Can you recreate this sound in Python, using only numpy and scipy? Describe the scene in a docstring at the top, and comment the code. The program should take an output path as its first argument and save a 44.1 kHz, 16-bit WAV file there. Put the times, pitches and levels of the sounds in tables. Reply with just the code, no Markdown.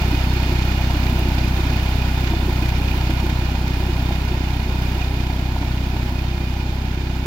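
"""Tractor tilling a flooded field

A three-cylinder diesel drags a rotary tiller slowly away, labouring as the blades bite. Each firing
sends a pressure wave, a gruff puff and a spit of hiss out of the stack and rattles the engine block.
The tiller drones and rumbles; now and then mud thumps its hood, a stone knocks a blade, a squeal swells."""
import sys
import numpy as np
from scipy import signal
from scipy.fft import rfft, irfft, next_fast_len
from scipy.io import wavfile
from scipy.ndimage import uniform_filter1d

SR = 44100
rng = np.random.default_rng(int(sys.argv[2]) if len(sys.argv) > 2 else 0)


def master_out(mix):
    """Clip the mix to full scale and print it as 16-bit PCM to the path in sys.argv[1]."""
    frames = np.transpose(np.atleast_2d(mix))
    ceiling = np.clip(frames, -1, 1)
    pcm = np.round(ceiling * 32767).astype(np.int16)
    wavfile.write(sys.argv[1], SR, pcm)


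N = 320165
FFT_SIZE = next_fast_len(N, True)
T, HZ = np.arange(N) / SR, np.fft.rfftfreq(FFT_SIZE, 1 / SR)


def amp(db):
    """Decibels to linear gain."""
    return 10 ** (np.asarray(db) / 20)


def unit_rms(x):
    """Scales a sound so that its mono mix has rms 1."""
    return x / np.sqrt(np.mean(np.atleast_2d(x).mean(0) ** 2) + 1e-20)


def filtered(x, gain):
    """Multiplies a sound's spectrum by a gain per frequency."""
    return irfft(rfft(x, FFT_SIZE) * gain, FFT_SIZE)[..., :N]


def eq_curve(points):
    """Joins EQ points on a log-frequency axis, one dB curve per level column."""
    hz, *columns = np.transpose(points)
    return np.array([np.interp(np.log(HZ + 1), np.log(hz), db) for db in columns])


def colour(x, eq_db):
    """Applies an EQ curve and normalises to rms 1."""
    return unit_rms(filtered(x, amp(eq_db)))


def wander(rate_hz):
    """Smooth random modulation of rms 1."""
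    return unit_rms(filtered(rng.standard_normal(N), np.exp(-(HZ / rate_hz) ** 2)))


def stereo_noise(correlation):
    """White noise, partly shared by both channels."""
    centre = np.sqrt(correlation) * rng.standard_normal(N)
    return centre + np.sqrt(1 - correlation) * rng.standard_normal((2, N))


# Stereo placement of rumble, puffs and hiss: f/Hz, left minus right level/dB
PAN_EQ = [(100, 3.5), (250, 0), (380, -5), (470, -3), (560, 9.5), (700, 3.5), (800, -1.5), (950, -2.5),
          (1060, -38), (8300, 1), (10000, 1), (11000, 10), (12500, 2), (15500, 1)]
def panned_eq(points):
    """Splits an EQ curve into left and right, panning each band."""
    return eq_curve(points) + eq_curve(PAN_EQ) * np.array([[.5], [-.5]])


# Engine speed, sagging whenever the tiller bites: t/s, firing rate/Hz
ENGINE_SPEED = [(0.0, 31.54), (0.83, 31.61), (1.15, 31.24), (1.21, 31.48), (2.37, 31.48), (2.4, 31.26),
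                (3.03, 31.16), (3.61, 31.69), (3.85, 31.32), (4.61, 31.62), (4.87, 31.18), (5.53, 31.67),
                (5.87, 31.39), (6.99, 31.92), (7.26, 31.56)]
def firing_rate():
    """Firings per second at each sample."""
    return np.interp(T, *np.transpose(ENGINE_SPEED))


def fader(db, fade_db, load_db, cruise_hz=31.5):
    """Gain from db: down fade_db per doubling of distance, up load_db per Hz of sag below cruise."""
    closest_m, closest_s, pace_m_per_s = 11.15, -2.12, 1.676  # a straight path, already past us
    distance = np.hypot(closest_m, pace_m_per_s * (T - closest_s))
    sag_hz = cruise_hz - firing_rate()
    return amp(db - fade_db * np.log2(distance / distance[0]) + load_db * sag_hz)


def bursts(firings, lag, rise, fall, spread_db, cylinder_db):
    """One swell per firing, sized by cylinder and chance; lag, rise and fall are in firing periods."""
    index = np.floor(firings - lag + .5).astype(int)
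    age = firings - lag - index
    chance_db = spread_db * rng.standard_normal(index.max() + 2)[index + 1]
    size_db = chance_db + np.array(cylinder_db)[index % len(cylinder_db)]
    return amp(size_db) * np.exp(-.5 * (age / np.where(age < 0, rise, fall)) ** 2)


# Cues for squeals and panel swells: start/s, end/s, f/Hz, level before panning/dB
RINGING_SWELLS = [(0, .25, 2464, -41), (.15, .78, 4350, -46), (.68, 1.02, 2880, -43), (1.2, 2.4, 1470, -48),
                  (2, 2.55, 3530, -48), (3.5, 3.95, 5300, -59), (6.25, 6.7, 2430, -47)]
def ringing_swells(width_hz=40):
    """Faint ringing notes swell and fade: thin squeals, and the loose panel singing louder."""
    out = np.zeros(N)
    for start, end, hz, db in RINGING_SWELLS:
        swell = np.sin(np.pi * np.clip((T - start) / (end - start), 0, 1))
        note = filtered(rng.standard_normal(N), np.exp(-((HZ - hz) / width_hz) ** 2))
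        out += amp(db) * swell * unit_rms(note)
    return out * amp([[-6], [3]])  # panned right


def loose_panel(firings, note_hz=2490, width_hz=110):
    """Each firing shakes a loose panel, which rings on briefly to the right."""
    shake = .88 + bursts(firings, lag=.086, rise=.036, fall=.36, spread_db=6, cylinder_db=[0, 2, -2])
    resonance = 1 / (1 + 2j * (HZ - note_hz) / width_hz)
    skirt_cut = np.exp(-(2 * (HZ - note_hz) / note_hz) ** 2)
    ring = filtered(stereo_noise(correlation=.15) * shake, resonance * skirt_cut)
    return unit_rms(ring * amp([[-14], [0]]))


# Partials of the tiller drive: multiple of its turning rate, level/dB
DRIVE_PARTIALS = [(2, -36.5), (3, -47), (4, -39)]
def tiller_drone(turning_hz=61.23):
    """The tiller drive hums slightly flat of the engine and beats against it."""
    turns = np.cumsum(turning_hz * (1 + .00314 * wander(rate_hz=1.74))) / SR
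    return sum(amp(db) * np.sin(2 * np.pi * (k * turns + rng.random())) for k, db in DRIVE_PARTIALS)


# Low bed of churning mud: f/Hz, level/dB
MUD_EQ = [(15, -18), (40, 0), (70, -10), (110, -2.5), (150, -2), (200, -1), (255, 0.5), (310, -2.5),
          (352, -1), (380, -8), (405, -5.5), (455, -18), (600, -23.5), (1200, -81)]
def mud_rumble():
    """Churned mud drums unevenly under the hood."""
    churn = stereo_noise(correlation=.995) * amp(1.3 * wander(rate_hz=25))
    return colour(churn, panned_eq(MUD_EQ))


def impacts(hits, modes, attack_s, detune):
    """Each hit rings the same modes, transposed to put the strongest at the struck spot's pitch."""
    out = np.zeros(N)
    main_hz = max(modes, key=lambda mode: mode[1])[0]
    for start, peak_db, pitch_hz in hits:
        slot = out[round(start * SR):][:SR // 5]
        t = T[:len(slot)]
        ring = np.zeros(len(slot))
        for hz, db, t60 in modes:
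            tuned_hz = hz * pitch_hz / main_hz * (1 + detune * rng.standard_normal())
            ring += amp(db - 60 * t / t60) * np.sin(2 * np.pi * (tuned_hz * t + rng.random()))
        ring *= 1 - np.exp(-(t / attack_s) ** 2)
        slot += amp(peak_db) * ring / abs(ring).max()
    return out


# Stone cues: t/s, peak level/dB, pitch/Hz
STONE_HITS = [(.899, -19, 895), (1.19, -26, 705), (2.333, -21, 866), (2.721, -25, 930), (3.095, -26, 690),
              (4.105, -24, 800), (5.298, -26.5, 900), (5.561, -22.5, 915), (5.627, -26, 930),
              (5.964, -25, 880)]
# Modes of a blade: f/Hz, level/dB, t60/s
BLADE_MODES = [(634, -5, 0.015), (754, 5, 0.038), (916, 7.5, 0.029)]
def stone_knocks():
    """Hard stones strike the blades with a quick attack and a short ring."""
    return impacts(STONE_HITS, BLADE_MODES, attack_s=.0018, detune=.0092)


# Clod cues: t/s, peak level before panning/dB, pitch/Hz
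CLOD_HITS = [(.123, -18.5, 295), (.356, -27, 340), (.514, -24, 350), (.937, -20, 291), (1.254, -21, 335),
             (1.585, -22, 355), (1.645, -19, 277), (2.308, -19, 324), (2.332, -22, 339), (2.476, -22, 352),
             (2.622, -20, 330), (3.025, -21, 315), (3.091, -18.5, 321), (3.236, -19.5, 350),
             (3.822, -23, 342), (3.88, -23, 357), (4.309, -21, 353), (5.605, -23.5, 286)]
# Modes of the tiller's hood: f/Hz, level/dB, t60/s
HOOD_MODES = [(223, -2, 0.13), (273, -11, 0.1), (312.5, -2.5, 0.12), (344, 7, 0.13)]
def clod_thumps():
    """Big soft clods hit the hood with a rounded attack, just right of centre."""
    return impacts(CLOD_HITS, HOOD_MODES, attack_s=.005, detune=.012) * amp([[-1], [1]])


# Broad tone of the clatter: f/Hz, left level/dB, right level/dB
CLATTER_EQ = [(300, -42, -51), (492, -14, 4.5), (800, -9, -12), (1070, -6.5, -9), (1286, -6, -1),
              (2400, -5, -6.5), (4750, -11.5, -4.5), (5920, -12.5, -7.5), (7530, -17.5, -11),
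              (8300, -42, -35), (10000, -28, -31), (15000, -52, -50)]
# Resonances of block and panels: f/Hz, width/Hz, left boost/dB, right boost/dB
BLOCK_RESONANCES = [(1159, 51, 8.5, 1), (1344, 300, 11, 0.5), (1457, 157, -5.5, 9), (1682, 145, 5.5, 5.5),
                    (1837, 80, 7.5, 4), (2143, 416, 1, 9.5), (2446, 270, 3.5, 12), (2680, 140, -3, 2.5),
                    (2870, 277, -8, 10), (3154, 110, 6.5, 6.5), (3314, 140, 10, 0), (3594, 345, -5.5, 10),
                    (4285, 640, 3, 5.5), (4930, 200, -1, 6)]
def block_clatter(firings):
    """Combustion knock and the ticking of valves and gears ring the block and its panels."""
    knock = bursts(firings, lag=.16, rise=.13, fall=.051, spread_db=6.5, cylinder_db=[0, 2, -2])
    ticks = amp(.68 * wander(rate_hz=52))
    rattle = stereo_noise(correlation=.23) * (1 + .19 * knock) * ticks
    rattle[1] = np.roll(rattle[1], 9)  # reaches the right side 9 samples later
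    boost_db = sum(np.array([[left], [right]]) / (1 + (2 * (HZ - hz) / width) ** 2)
                   for hz, width, left, right in BLOCK_RESONANCES)
    return colour(rattle, eq_curve(CLATTER_EQ) + boost_db)


# Airy top of the exhaust: f/Hz, level/dB
HISS_EQ = [(5000, -35), (8300, -8.5), (9000, -2.5), (9800, -1.5), (11000, -9.5), (11700, -3.5), (12500, 1),
           (15500, 1)]
# Tilt that makes the spits brighter than the leak: f/Hz, level/dB
SPIT_EQ = [(8000, -5), (11000, -3.5), (12500, 0), (15500, 0)]
# Accents, harder spits from the stack: t/s, boost/dB
SPIT_ACCENTS = [(.936, 4), (1.193, 3), (1.289, 2)]
def stack_hiss(firings):
    """A sharp spit of gas at each firing, over a steady leak; distance smooths the spits away."""
    gate = bursts(firings, lag=-.01, rise=.06, fall=.155, spread_db=1.7, cylinder_db=[0, .6, -.6])
    gate *= fader(db=5, fade_db=7, load_db=2)  # height over the leak
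    accent_db = sum(db * np.exp(-((T - at) / .015) ** 2) for at, db in SPIT_ACCENTS)
    spits = filtered(stereo_noise(correlation=.033) * gate * amp(accent_db), amp(eq_curve(SPIT_EQ)))
    leak = stereo_noise(correlation=.034) * amp(.5 * wander(rate_hz=19))
    mean_power = 1 + uniform_filter1d(gate ** 2, size=SR // 2)
    return colour((leak + spits) / np.sqrt(mean_power), panned_eq(HISS_EQ))


# Gruff midrange of the silencer: f/Hz, level/dB
PUFF_EQ = [(200, -58), (400, -10), (470, -7.5), (560, -2.5), (700, 3.5), (830, 5), (960, 4), (1060, -13.5),
           (1200, -49.5), (2000, -42)]
def stack_puffs(firings):
    """Turbulent gas leaves the silencer, surging a little with each pressure wave."""
    surge = bursts(firings, lag=.052, rise=.093, fall=.045, spread_db=7, cylinder_db=[0, 1, -1])
    gas = stereo_noise(correlation=.99) * (2 + .27 * surge) * amp(.68 * wander(rate_hz=23))
    return colour(gas, panned_eq(PUFF_EQ))


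# Body of the exhaust note: multiple of the firing rate, level/dB
FIRING_HARMONICS = [(1, -4), (2, 0), (3, -7), (4, -9), (5, -12.2), (6, -19), (7, -21), (8, -24), (9, -22.5),
                    (10, -27), (11, -26)]
# Lope of unequal cylinders: multiple of the three-firing cycle rate, level/dB
LOPE_HARMONICS = [(4, -32), (5, -32), (7, -34), (8, -33), (10, -24.5), (13, -31)]
def exhaust_wave(firings, low_cut_hz=32):
    """Pressure builds and drops at each firing; a low cut thins the deepest bass and shapes the chug."""
    jittered = firings + .003 * wander(rate_hz=22)
    cycles = jittered / 3
    pulses = -sum(amp(db) * np.sin(2 * np.pi * k * jittered) for k, db in FIRING_HARMONICS)
    lope = sum(amp(db) * np.sin(2 * np.pi * (k * cycles + rng.random())) for k, db in LOPE_HARMONICS)
    pressure = (pulses + lope) * amp(.05 * wander(rate_hz=10))
    low_cut = signal.butter(2, low_cut_hz, "high", fs=SR)
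    return unit_rms(signal.lfilter(*low_cut, pressure))


def scene(first_firing_s=.0189):
    """Engine layers share one firing clock, swell under load and fade with distance, treble fastest."""
    firings = np.cumsum(firing_rate()) / SR - first_firing_s * ENGINE_SPEED[0][1]
    exhaust_gain = fader(db=-17.7, fade_db=5.7, load_db=1.6)
    exhaust = exhaust_gain * exhaust_wave(firings)
    puffs = fader(db=-34.5, fade_db=7, load_db=1.5) * stack_puffs(firings)
    hiss = fader(db=-44, fade_db=9.5, load_db=3.5) * stack_hiss(firings)
    clatter = fader(db=-33, fade_db=8.5, load_db=.4) * block_clatter(firings)
    panel = fader(db=-43.5, fade_db=13, load_db=3) * loose_panel(firings)
    ringing = ringing_swells()
    mud = fader(db=-30, fade_db=3.5, load_db=1.5) * mud_rumble()
    hits = clod_thumps() + stone_knocks()
    drone = tiller_drone() * exhaust_gain / exhaust_gain.mean()  # rides the exhaust's fader
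    return ringing + panel + drone + mud + hits + clatter + hiss + puffs + exhaust


def record(dry, cutoff_hz=15870):
    """A steep high cut on the whole mix."""
    high_cut = signal.firwin(1023, cutoff_hz, window=("kaiser", 9), fs=SR)
    return signal.oaconvolve(dry, high_cut[None], "same")


dry = scene()
out = record(dry)
master_out(out)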